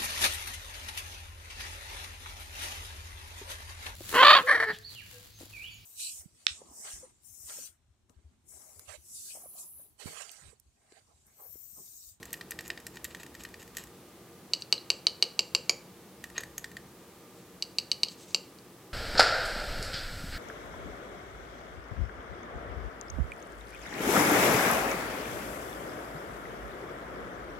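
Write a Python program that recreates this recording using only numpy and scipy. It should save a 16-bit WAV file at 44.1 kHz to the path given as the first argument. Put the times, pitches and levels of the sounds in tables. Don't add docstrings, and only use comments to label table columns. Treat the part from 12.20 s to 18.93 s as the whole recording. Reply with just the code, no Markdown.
import sys
import numpy as np
from scipy import signal
from scipy.fft import rfft, irfft
from scipy.io import wavfile

SR = 44100
rng = np.random.default_rng(int(sys.argv[2]) if len(sys.argv) > 2 else 0)


def inscribe(sig):
    pcm = np.round(np.clip(np.atleast_2d(sig).T, -1, 1) * 32767)
    wavfile.write(sys.argv[1], SR, pcm.astype(np.int16))


N = 296793
TIME = np.arange(N) / SR
FREQ = np.arange(N // 2 + 1) * SR / N

# (frequency [Hz], level [dB], t60 [s])
JAR_MODES = [(440, -23, 0.032), (1515, 1.5, 0.0039), (1864, 5, 0.028), (2303, 0, 0.0073), (2377, 1.5, 0.01),
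             (2886, -10.5, 0.02), (3070, -8, 0.0071), (3734, -15, 0.029), (4170, -11, 0.013),
             (4740, -16, 0.025), (5110, -13, 0.013), (5520, -12, 0.012), (6680, -1.5, 0.0047),
             (7000, -3, 0.0076), (7620, -5, 0.015), (7920, -7.5, 0.0091), (8800, -9, 0.0084),
             (11400, -4.5, 0.013), (12380, -5, 0.012), (13000, -5.5, 0.023), (15200, -15, 0.0068)]
# (start [s], end [s], table rumble [dB], jar air ring [dB], graze rate [1/s])
STIRS = [(0, 1.68, -63.5, -8, 6), (4.08, 4.7, -63, -3, 4.1)]


def jar_ticks(grate_db=0.5, grate_s=0.004, detune=0.008, share_spread_db=1.5):
    # (time [s], level [dB], hardness [0 = tip cushioned by paint, 1 = bare shaft on the rim])
    ticks = [(.029,-35.5,0.44), (0.0544,-44.5,.75), (0.1298,-35,0.97), (0.1397,-32.5,0.13),
             (.2108,-33,0.18), (.3082,-37.5,1), (0.3185,-33,0.14), (0.3895,-30,0.24), (0.408,-40,.62),
             (0.4787,-45.5,0.97), (.502,-25,0.083), (.5753,-36.5,.08), (.667,-35,0.67), (.7703,-36.5,0.22),
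             (0.8436,-35.5,0.91), (0.8499,-32.5,.27), (.9478,-33.5,0.31), (1.0322,-40,.52),
             (1.064,-44,0.48), (1.1502,-39,0.39), (1.236,-45.5,0.87), (1.2503,-33.5,0.19),
             (1.3412,-38.5,0.15), (1.428,-45.5,.66), (1.5694,-31,0.78), (1.583,-37,.6), (1.638,-45,.72),
             (4.0401,-34,0.52), (4.1795,-28.5,0.21), (4.2068,-41.5,0.73), (4.2348,-37.5,0.51),
             (4.3798,-39,.97), (4.443,-33,0.37), (4.5682,-36.5,0.32)]
    out = np.zeros(N)
    hz, db, t60 = np.transpose(JAR_MODES)
    spot_weight = np.minimum(hz / 6000, 1) ** 2
    for start_s, level_db, hardness in ticks + grazes():
        share, shift = rng.standard_normal((2, len(hz))) * spot_weight
        tick = ring(hz * (1 + detune * shift), db + share_spread_db * share, t60)
        grate = undb(grate_db) * noise_burst(len(tick), grate_s)
        _, _, _, stir_air_db, _ = min(STIRS, key=lambda stir: abs(start_s - stir[0]))
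        air_db = stir_air_db + 3.5 - 3 * hardness
        glass_db = -11.5 + 21 * hardness
        top_db = -22 + 30 * hardness
        outline = [(1000, air_db - 0.5), (1450, air_db), (1950, air_db), (2400, 0), (5000, 0),
                   (6100, glass_db), (8200, glass_db), (9200, (glass_db + top_db) / 2 - 4.5),
                   (11000, top_db), (13400, top_db), (14400, top_db - 9)]
        add(out, start_s, undb(level_db) * contact(tick + grate, outline))
    return out


def grazes(level_db=-49.5, spread_db=5, hardness=0.62, max_per_stir=24):
    rows = []
    for start_s, end_s, _, _, per_s in STIRS:
        jitter, strength = rng.random((max_per_stir, 2)).T
        times_s = start_s + (np.arange(max_per_stir) + jitter) / per_s
        levels_db = level_db + spread_db * (strength - 0.5)
        rows += [(s, db, hardness) for s, db in zip(times_s, levels_db) if s < end_s]
    return rows


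def dish_taps(crack_db=-32, crack_s=0.006, detune=0.015, force_floor_db=-4.5):
    # (time [s], level [dB], first rod bending mode [Hz], second [Hz])
    taps = [(2.335, -2, 2880, 7980), (2.4215, -17.5, 2800, 8150), (2.5258, 1.5, 2880, 7980),
            (2.7023, 0, 2800, 7650), (2.8684, 1.5, 3000, 8560), (3.0252, 2, 2890, 8240),
            (3.192, 0, 2800, 7500), (3.3492, 0, 2780, 7450), (3.4950, -.5, 2306, 6780),
            (5.424, -7.5, 2870, 7760), (5.5850, -3, 2800, 7900), (5.7160, -2, 2920, 8100),
            (5.8331, -0.5, 2850, 8280), (5.885, -19, 3140, 8000), (6.146, -1, 2800, 7400),
            (6.3865, -35.5, 2900, 7300)]
    # (frequency [Hz], level [dB], t60 [s])
    modes = [(343, -41.5, 0.05), (488, -30, 0.021), (665, -29, 0.0067), (866, -33.5, 0.02),
             (1226, -32, 0.0084), (2288, -25, 0.013), (2833, -15.5, 0.016), (3245, -35.5, 0.03),
             (3870, -13.5, 0.0071), (4477, -6, 0.0066), (4568, -23.5, 0.049), (4638, -17.5, 0.018),
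             (4760, -31, 0.03), (4937, -31, 0.04), (5066, -15.5, 0.011), (5820, -5.5, 0.0029),
             (6430, -3.5, 0.0011), (7647, -18, 0.015), (8050, -66, 0.017), (11620, -33, 0.014),
             (15400, -61, 0.012)]
    lower, upper = 6, 17
    out = np.zeros(N)
    hz, db, t60 = np.transpose(modes)
    for start_s, level_db, *rod_hz in taps:
        tap_hz = hz * (1 + detune * (hz / 11000) ** 2 * rng.standard_normal(len(hz)))
        tap_hz[[lower, upper]] = rod_hz
        pitch_ratio = hz[upper] / tap_hz[upper]
        drop_oct = np.log2(pitch_ratio)
        tap_db = db.copy()
        tap_db[upper] += 44 * np.log(pitch_ratio)
        tap = ring(tap_hz, tap_db, t60)
        crack = undb(crack_db) * noise_burst(len(tap), crack_s)
        force_db = max(level_db, force_floor_db)
        knock_db = -1 + 32.5 * drop_oct + 1.77 * force_db
        rod_db = 19 * drop_oct + 0.7 * force_db
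        centre_db = -1.4 - 24 * drop_oct
        treble_db = -3 + 23 * drop_oct
        outline = [(1200, knock_db), (2200, rod_db), (3200, rod_db),
                   (3750, centre_db), (4250, centre_db), (4750, -centre_db / 2),
                   (6200, treble_db), (11500, treble_db), (14000, treble_db - 11)]
        add(out, start_s, undb(level_db) * contact(tap + crack, outline))
    return out


def rod_pings():
    # (time [s], frequency [Hz], level [dB], t60 [s])
    pings = [(2.58, 4120, -30, 0.027), (4.1806, 6550, -23, 0.023), (4.3811, 6470, -23, 0.0076)]
    out = np.zeros(N)
    for start_s, *mode in pings:
        add(out, start_s, ring(*np.transpose([mode])))
    return out


def jar_scrapes():
    # (middle [s], half length [s], level [dB], treble [dB])
    scrapes = [(0.078, 0.091, -57, -12), (0.456, 0.035, -52, 1), (0.757, 0.04, -54, 0),
               (0.917, 0.029, -49.5, -4), (1.009, 0.031, -47, -1.5), (1.21, 0.032, -48.5, 1.5),
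               (1.412, 0.035, -51, 1), (1.599, 0.078, -50.5, 1), (4.166, 0.017, -46.5, -15),
               (4.188, 0.077, -45, -11), (5.18, 0.091, -66, 2)]
    jar_gain = np.abs(rfft(ring(*np.transpose(JAR_MODES)), N))
    tip_gain = colour([(1000, 8.5), (1900, -15), (2600, 4), (8000, -1), (10000, -10)])
    slips = unit(shape(friction(grain_db=5.5), jar_gain * tip_gain))
    treble = shape(slips, np.clip((FREQ - 4000) / 2000, 0, 1))
    return sum(undb(db) * stroke(middle_s, half_s) * (slips + (undb(treble_db) - 1) * treble)
               for middle_s, half_s, db, treble_db in scrapes)


def dish_wipes():
    # (middle [s], half length [s], level [dB])
    wipes = [(2.414, .022, -52), (3.458, 0.0067, -59), (5.92, .05, -53.5), (6.019, 0.077, -54),
             (6.106, 0.081, -55)]
    # (frequency [Hz], level [dB])
    hiss_spectrum = [(1500, -16), (3000, -1), (4500, -2), (6500, 1.5), (8000, 0), (10000, -12),
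                     (16000, -20)]
    hiss = unit(shape(friction(grain_db=3), colour(hiss_spectrum)))
    return hiss * sum(undb(db) * stroke(middle_s, half_s) for middle_s, half_s, db in wipes)


def room(x, tail_db=-16, t60_s=0.32, onset_s=0.0023, side_db=-17):
    # (delay [ms], gain [linear])
    echoes = [(.488, 0.083), (.718, -0.05), (2.366, -0.17), (4.46, 0.16), (14.3, 0.11)]
    # (frequency [Hz], gain [dB])
    tail_spectrum = [(100, -19), (500, 15.5), (3000, 1.5), (5000, -1.5), (9000, 1), (16000, 0)]
    near = shape(x, 1 + sum(gain * np.exp(-2j * np.pi * FREQ * ms / 1000) for ms, gain in echoes))
    decay = np.exp(-np.log(1000) * TIME / t60_s) * np.clip(TIME / onset_s - 1, 0, 1)
    tails = rng.standard_normal((2, N)) * decay / np.sqrt(np.sum(decay ** 2))
    mid, side = (undb(tail_db) * shape(x, rfft(tail) * colour(tail_spectrum)) for tail in tails)
    return near + mid + undb(side_db) * np.array([side, -side])


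def table_rumble(centre_hz=66, half_width_hz=18, fade_s=0.12, rest_db=-86):
    band = 1 / (1 + ((FREQ - centre_hz) / half_width_hz) ** 2)
    rumble = unit(shape(rng.standard_normal(N), band))
    envelope = np.full(N, undb(rest_db))
    for start_s, end_s, db, _, _ in STIRS:
        inside_s = np.minimum(TIME - start_s, end_s - TIME)
        envelope += undb(db) * np.clip(inside_s / fade_s + 1, 0, 1) ** 2
    return rumble * envelope


def room_rush(mid_db=-52.5):
    # (frequency [Hz], level [dB])
    rush_spectrum = [(15, -60), (25, -19.5), (48, -13.5), (123, -2.5), (200, -4), (301, -5), (335, -3.5),
                     (373, -5.5), (476, -7), (659, -11.5), (1190, -14.5), (1520, -17.5), (5280, -24),
                     (14400, -26.5), (16000, -28.5)]
    # (frequency [Hz], width [Hz], boost [dB])
    resonances = [(183, 19.4, 6.5), (346, 81, 4.5), (468.6, 18.4, 8), (817, 41, 3), (1201, 48, 6)]
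    # (frequency [Hz], side minus mid [dB])
    side_spectrum = [(60, -11.5), (110, -15.5), (200, -23), (380, -23.5), (700, -14), (1290, -12),
                     (2380, -7.5), (4400, -3.5), (8120, -1.5), (15000, 0)]
    boost_db = sum(db / (1 + (2 * (FREQ - hz) / width_hz) ** 2) for hz, width_hz, db in resonances)
    gain = colour(rush_spectrum) * undb(boost_db)
    mid = shape(rng.standard_normal(N), gain)
    side = shape(rng.standard_normal(N), gain * colour(side_spectrum))
    return undb(mid_db) * (mid + np.array([side, -side])) / np.std(mid)


def ring(hz, db, t60_s, size=4096):
    t = TIME[:size]
    swing = undb(db) * (-1) ** np.arange(len(hz))
    decay = np.exp(-np.log(1000) * t / t60_s[:, None])
    return swing @ (decay * np.sin(2 * np.pi * hz[:, None] * t))


def noise_burst(size, decay_s):
    return rng.standard_normal(size) * np.exp(-TIME[:size] / decay_s)


def contact(x, outline, size=8192):
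    cepstrum = irfft(np.log(colour(outline, np.arange(size // 2 + 1) * SR / size)))
    cepstrum[1:size // 2] *= 2
    cepstrum[size // 2 + 1:] = 0
    return irfft(rfft(x, size) * np.exp(rfft(cepstrum)))[:len(x)]


def stroke(middle_s, half_s):
    return np.cos(np.pi / 2 * np.clip((TIME - middle_s) / half_s, -1, 1)) ** 4


def friction(grain_db):
    return rng.standard_normal(N) * undb(grain_db * np.minimum(rng.exponential(size=N), 6))


def colour(outline, hz=FREQ):
    outline_hz, db = np.transpose(outline)
    return undb(np.interp(np.log(hz + 1), np.log(outline_hz), db))


def shape(x, gain):
    return irfft(rfft(x, N) * gain, N)


def add(out, start_s, x):
    i = max(int(round(start_s * SR)), 0)
    out[i:i + len(x)] += x[:max(N - i, 0)]


def undb(db):
    return 10 ** (np.asarray(db) / 20)


def unit(x):
    return x / np.sqrt(np.mean(x ** 2))


def scene():
    contacts = jar_ticks() + rod_pings() + jar_scrapes() + dish_taps() + dish_wipes()
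    return room(contacts) + room_rush() + table_rumble()


def record(dry, low_cut_hz=46, top_hz=16000):
    thin = signal.sosfilt(signal.butter(2, low_cut_hz, "high", fs=SR, output="sos"), dry)
    return signal.sosfilt(signal.ellip(10, .1, 70, top_hz, fs=SR, output="sos"), thin)


dry = scene()
out = record(dry)
inscribe(out)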